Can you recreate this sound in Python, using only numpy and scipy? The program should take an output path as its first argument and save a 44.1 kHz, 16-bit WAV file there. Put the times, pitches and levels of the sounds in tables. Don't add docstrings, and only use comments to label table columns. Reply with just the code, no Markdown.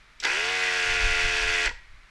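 import sys
import numpy as np
from scipy import signal
from scipy.fft import rfft, irfft, next_fast_len
from scipy.io import wavfile
from scipy.ndimage import map_coordinates

SR = 44100
rng = np.random.default_rng(int(sys.argv[2]) if len(sys.argv) > 2 else 0)


def inscribe(sig):
    pcm = np.round(np.clip(np.atleast_2d(sig).T, -1, 1) * 32767)
    wavfile.write(sys.argv[1], SR, pcm.astype(np.int16))


def level_to_linear(level):
    exponent = np.asarray(level, float) / 20
    return 10 ** exponent


N = 92610
TIME_S = np.arange(N) / SR

# frequency in Hz, relative level in dB per Hz.
WORKSHOP_TONE = [(59, -37), (100, -6), (355, -16), (434, -12), (489, -18.5), (648, -11.5), (702, -17),
                 (1210, -7), (2250, -4), (2700, -11.5), (4120, -14.5), (12200, -36), (15800, -63),
                 (22000, -120)]
# time in seconds, level in dB.
BUFFET_LEVEL = [(0.0, -56), (0.02, -57.5), (0.84, -52), (0.87, -37.5), (0.91, -35.5), (1.0, -37),
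                (1.05, -27.5), (1.09, -31.5), (1.19, -37.5), (1.21, -39), (1.24, -28), (1.39, -42),
                (1.44, -32.5), (1.64, -42.5), (1.67, -34), (1.83, -50), (1.94, -46), (2.1, -59.5)]
# frequency in Hz, relative level in dB per Hz.
BUFFET_COLOUR = [(5.9, -15), (10, 16.5), (45, 8), (90, -15.5), (182, -21), (218, -31), (260, -37),
                 (340, -56), (570, -120)]
FLAP_COLOUR = [(25, -4), (50, 1), (90, -6), (140, -22.5), (250, -26), (400, -77), (600, -120)]
# frequency in Hz, time to fall 60 dB in seconds.
ROOM_DECAY = [(300, 0.17), (1000, 0.45), (2000, 0.44), (10000, 0.28)]
# start in seconds, relative level in dB.
TRIGGER_CLICKS = [(0.2006, -26), (0.2127, -42), (1.6575, -20)]
# frequency in Hz, relative level in dB, time to fall 60 dB in seconds.
SWITCH_TONES = [(3500, -10, .01), (5600, -1, .016), (7700, -4, .011)]
# frequency in Hz, relative level in dB.
SNAP_COLOUR = [(1200, -13), (2500, 2), (5400, -1), (8000, -7), (9000, -29), (12000, -19)]
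# start in seconds, relative level in dB.
LAST_THUDS = [(1.684, -37.5), (1.712, -39.5)]
# frequency in Hz, relative level in dB, time to fall 60 dB in seconds.
THUD_TONES = [(480, 4.5, 0.027), (970, 6, 0.039)]
# start in seconds, relative level in dB,
# relative brightness in dB.
SINGLE_KNOCKS = [(0.2305, -22.5, -1), (0.2375, -14, -2), (0.2455, -22, -21), (0.2495, -12, -4.5),
                 (0.2527, -10, -29), (0.2650, -26, -20), (1.6385, -17, -7), (1.6605, -12, -19),
                 (1.6745, -13, -20), (1.6925, -17, -24)]
# frequency in Hz, width in Hz, relative level in dB.
HOUSING_TONES = [(477, 53, -16), (690, 41, -14), (930, 110, -12.5), (1410, 73, -2), (1665, 135, -2),
                 (1926, 37, -0.5), (2025, 37, 1.5), (2230, 71, -2), (2452, 103, 0), (2640, 180, -2.5),
                 (2924, 168, -5.5), (3446, 260, -10), (4494, 430, -10), (5780, 850, -15.5)]
# time in seconds, turns per second.
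SHAFT_SPEED = [(0.24, 48.5), (0.266, 54.9), (0.298, 62.8), (0.338, 72.8), (0.356, 77.0), (0.392, 83.0),
               (0.452, 89.4), (0.518, 93.1), (0.624, 92.3), (0.918, 89.0), (1.008, 88.5), (1.65, 87.4)]
# time in seconds, relative level in dB.
PUMP_EFFORT = [(0.222, -43), (0.236, -33), (0.243, -32.5), (0.25, -23.5), (0.258, -28), (0.276, -27),
               (0.45, -26.5), (0.63, -27.5), (0.85, -26), (1.05, -26), (1.2, -25.5), (1.3, -27), (1.4, -26),
               (1.55, -26), (1.64, -26), (1.678, -26.5), (1.686, -37.5), (1.697, -36), (1.708, -42.5),
               (1.73, -53)]
# multiple of the shaft speed, relative level in dB.
WHINE_TONES = [(1, -16), (2, -19.5), (3, -18.5), (4, -8.5), (5, 1), (6, -12), (7, -10), (8, 0), (9, -12),
               (10, -8.5), (11, -9.5), (12, -7), (13, -6), (14, -25)]
# frequency in Hz, relative level in dB per Hz.
AIR_COLOUR = [(120, -52), (300, -23.5), (600, -31), (1200, -11.5), (1500, -9), (2550, -4), (3600, -8.5),
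              (6050, -11), (8000, -17.5), (10000, -30.5), (11500, -30.5), (14000, -66)]
# frequency in Hz, relative level in dB per Hz.
TICK_COLOUR = [(3000, -17), (4500, -3), (6300, 4), (9300, 2), (11500, -23.5), (14000, -35)]
# frequency in Hz, relative level in dB per Hz.
LUG_COLOUR = [(60, -14), (200, -19.5), (330, -8), (470, 0.5), (600, -7), (950, 3.5), (1300, -11),
              (2000, -33)]
# frequency in Hz, relative level in dB.
RING_TONES = [(1908, 3.5), (1998, -18)]

WORKSHOP_DB, ROOM_DB = -57, -13
FLAP_DB, FLAP_GROWS = -4, 1.46
SNAP_DB, SNAP_T60_S, SNAP_RISE_S = -9.5, 0.074, 0.00081
RING_SCATTER_DB = 1.5
CRACK_HZ, CRACK_WIDE_HZ, CRACK_T60_S = 4600, 1500, 0.016
OFF_S, COAST_HZ_PER_S = 1.655, 750
STROKE_DB, STROKE_JITTER_TURNS, STROKE_SCATTER_DB = -2.5, 0.0035, 2
WHINE_DB, WHINE_GROWS, WHINE_WAVER_DB = -38, 3.96, 1.1
RING_DB, RING_T60_S = -17.5, 0.46
RATTLE_DB, RATTLE_GATE = -5, 0.23
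GATE_SHARP = 5.8
AIR_DB, AIR_GATE, AIR_AT_TURN = -8, 0.25, 0.34
TICK_DB, TICK_SHARP = -26, 12
LUG_DB, LUG_BEAT_DB = -13, 1
AIR_FADE_DB_PER_S = 250
TOP_HZ = 12050


def unit(x):
    return x / np.sqrt(np.mean(x ** 2) + 1e-20)


def curve(rows):
    seconds, values = np.transpose(rows)
    return np.interp(TIME_S, seconds, values)


def along(points, hz):
    point_hz, values = np.transpose(points)
    return np.interp(np.log(hz + 1), np.log(point_hz + 1), values)


def wobble(rate):
    points = rng.standard_normal(int(N * rate / SR) + 4)
    return map_coordinates(points, [np.arange(N) * rate / SR])


def filtered(x, response):
    size = next_fast_len(N + SR // 2)
    hz = np.fft.rfftfreq(size, 1 / SR)
    return irfft(rfft(x, size) * response(hz), size)[:N]


def noise(colour):
    return unit(filtered(rng.standard_normal(N), lambda hz: level_to_linear(along(colour, hz))))


def turning_tone(multiple, turns):
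    return np.sin(2 * np.pi * (multiple * turns + rng.random()))


def turn_pulse(turns, place):
    return 0.5 + 0.5 * np.cos(2 * np.pi * (turns - place))


def gate(turns, depth, place):
    return 1 - depth + depth * 2 * turn_pulse(turns, place) ** GATE_SHARP


def rings(events, modes, attack_s):
    out = np.zeros(N + SR)
    t = np.arange(SR // 5) / SR
    for start_s, event_db in events:
        ring = np.zeros(len(t))
        for hz, db, t60_s in modes:
            tone_db = db + rng.normal(0, RING_SCATTER_DB) - 60 * t / t60_s
            ring += level_to_linear(tone_db) * np.sin(2 * np.pi * hz * t)
        out[round(start_s * SR):][:len(t)] += level_to_linear(event_db) * ring * (1 - np.exp(-t / attack_s))
    return out[:N]


def housing(hz):
    answer = 0
    for k, (centre, width, db) in enumerate(HOUSING_TONES):
        resonance = 1j * hz * width / (centre * centre - hz * hz + 1j * hz * width)
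        answer = answer + (-1) ** k * level_to_linear(db) * resonance
    return answer


def workshop():
    return level_to_linear(WORKSHOP_DB) * noise(WORKSHOP_TONE)


def rumble():
    level_db = curve(BUFFET_LEVEL)
    peak_db = level_db.max()
    flap_db = peak_db + FLAP_DB + FLAP_GROWS * (level_db - peak_db)
    return level_to_linear(level_db) * noise(BUFFET_COLOUR) + level_to_linear(flap_db) * noise(FLAP_COLOUR)


def room(x):
    hz, t, tail_bands = signal.stft(rng.standard_normal(SR // 2), SR, nperseg=256)
    fade = level_to_linear(-60 * t / along(ROOM_DECAY, hz)[:, None])
    tail = signal.istft(tail_bands * fade, SR, nperseg=256)[1]
    delayed = np.pad(x, (250, 0))
    return signal.fftconvolve(delayed, tail / np.linalg.norm(tail))[:N]


def trigger():
    shape = np.zeros(N)
    for start_s, db in TRIGGER_CLICKS:
        after = np.maximum(TIME_S - start_s, 0)
        fade = level_to_linear(db + SNAP_DB - 60 * after / SNAP_T60_S)
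        shape += fade * (1 - np.exp(-after / SNAP_RISE_S))
    return shape * noise(SNAP_COLOUR) + rings(TRIGGER_CLICKS, SWITCH_TONES, 0.00054)


def thuds():
    return rings(LAST_THUDS, THUD_TONES, 0.0016)


def knocks():
    blows, cracks = np.zeros(N), np.zeros(N)
    t = np.arange(SR // 50) / SR
    for start_s, db, bright_db in SINGLE_KNOCKS:
        burst = rng.standard_normal((2, len(t)))
        start = round(start_s * SR)
        blows[start:][:len(t)] += level_to_linear(db + 11.5 - 60 * t / 0.0073) * burst[0]
        cracks[start:][:len(t)] += level_to_linear(db + bright_db + 5 - 60 * t / CRACK_T60_S) * burst[1]

    def crack_band(hz):
        spread = 1j * hz * CRACK_WIDE_HZ
        return (spread / (CRACK_HZ * CRACK_HZ - hz * hz + spread)) ** 2

    return filtered(blows, housing) + filtered(cracks, crack_band)


def shaft():
    slowing = COAST_HZ_PER_S * np.maximum(TIME_S - OFF_S, 0)
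    speed = np.maximum(curve(SHAFT_SPEED) - slowing, 5)
    return speed, np.cumsum(speed) / SR


def pump_effort():
    first, last = PUMP_EFFORT[0][0], PUMP_EFFORT[-1][0]
    start = np.clip((TIME_S - first) / 0.002, 0, 1)
    end = np.clip((last - TIME_S) / 0.0047, 0, 1)
    return level_to_linear(curve(PUMP_EFFORT)) * start * end


def whine(speed, turns):
    total = sum(level_to_linear(db + WHINE_WAVER_DB * wobble(7.23)) * turning_tone(k, turns) for k, db in WHINE_TONES)
    fade_in = np.clip((TIME_S - PUMP_EFFORT[0][0]) / 0.027, 0, 1)
    return total * (speed / speed.max()) ** WHINE_GROWS * fade_in


def ring_on(effort):
    keep = np.exp(-np.log(1000) / (RING_T60_S * SR))
    level = signal.lfilter([1 - keep], [1, -keep], effort)
    tones = sum(level_to_linear(db + 3.1 * wobble(60.16)) * np.sin(2 * np.pi * hz * TIME_S + 1.24 * wobble(45))
                for hz, db in RING_TONES)
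    return level * tones


def lugging(speed, turns):
    beat = unit(sum(level_to_linear(along(LUG_COLOUR, k * speed) + 2.5 * wobble(21.1)) * turning_tone(k, turns)
                    for k in range(1, 20)))
    slowness = np.clip(0.93 - speed / speed.max(), 0, 1) ** 0.25
    return slowness * (noise(LUG_COLOUR) * gate(turns, 0.68, 0.39) + level_to_linear(LUG_BEAT_DB) * beat)


def valve_air(turns):
    flutter = level_to_linear(0.5 * wobble(23.6) + 1.28 * wobble(300))
    return unit(noise(AIR_COLOUR) * gate(turns, AIR_GATE, AIR_AT_TURN) * flutter)


def valve_tick(uneven):
    return unit(noise(TICK_COLOUR) * turn_pulse(uneven, 0.6) ** TICK_SHARP * level_to_linear(1.6 * wobble(49)))


def rattle(turns):
    swell = 1 + RATTLE_GATE * np.cos(4 * np.pi * turns)
    return unit(filtered(rng.standard_normal(N) * swell * level_to_linear(1.74 * wobble(59.86)), housing))


def strokes(speed, uneven):
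    hz = np.arange(SR // 8)
    loud = np.abs(housing(hz))
    return unit(sum(np.interp(k * speed, hz, loud) * level_to_linear(STROKE_SCATTER_DB * wobble(8.6))
                    * turning_tone(k, uneven) for k in range(15, 45)))


def pump():
    speed, turns = shaft()
    uneven = turns + STROKE_JITTER_TURNS * wobble(40)
    effort = pump_effort()
    tones = effort * level_to_linear(STROKE_DB) * strokes(speed, uneven)
    tones = tones + level_to_linear(WHINE_DB) * whine(speed, turns) + level_to_linear(RING_DB) * ring_on(effort)
    thinning = level_to_linear(-AIR_FADE_DB_PER_S * np.maximum(TIME_S - OFF_S, 0))
    valves = thinning * (level_to_linear(AIR_DB) * valve_air(turns) + level_to_linear(TICK_DB) * valve_tick(uneven))
    rush = effort * (level_to_linear(RATTLE_DB) * rattle(turns) + valves + level_to_linear(LUG_DB) * lugging(speed, turns))
    return tones, rush


def scene():
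    tones, rush = pump()
    tool = rush + knocks() + thuds() + trigger()
    mix = tones + tool + level_to_linear(ROOM_DB) * room(tool) + workshop() + rumble()
    return mix[None]


def roll_off(x):
    return signal.sosfilt(signal.butter(12, 12330, fs=SR, output="sos"), x)


def record(dry):
    mix = filtered(dry[0], lambda hz: hz < TOP_HZ)[None]
    return roll_off(mix)


dry = scene()
out = record(dry)
inscribe(out)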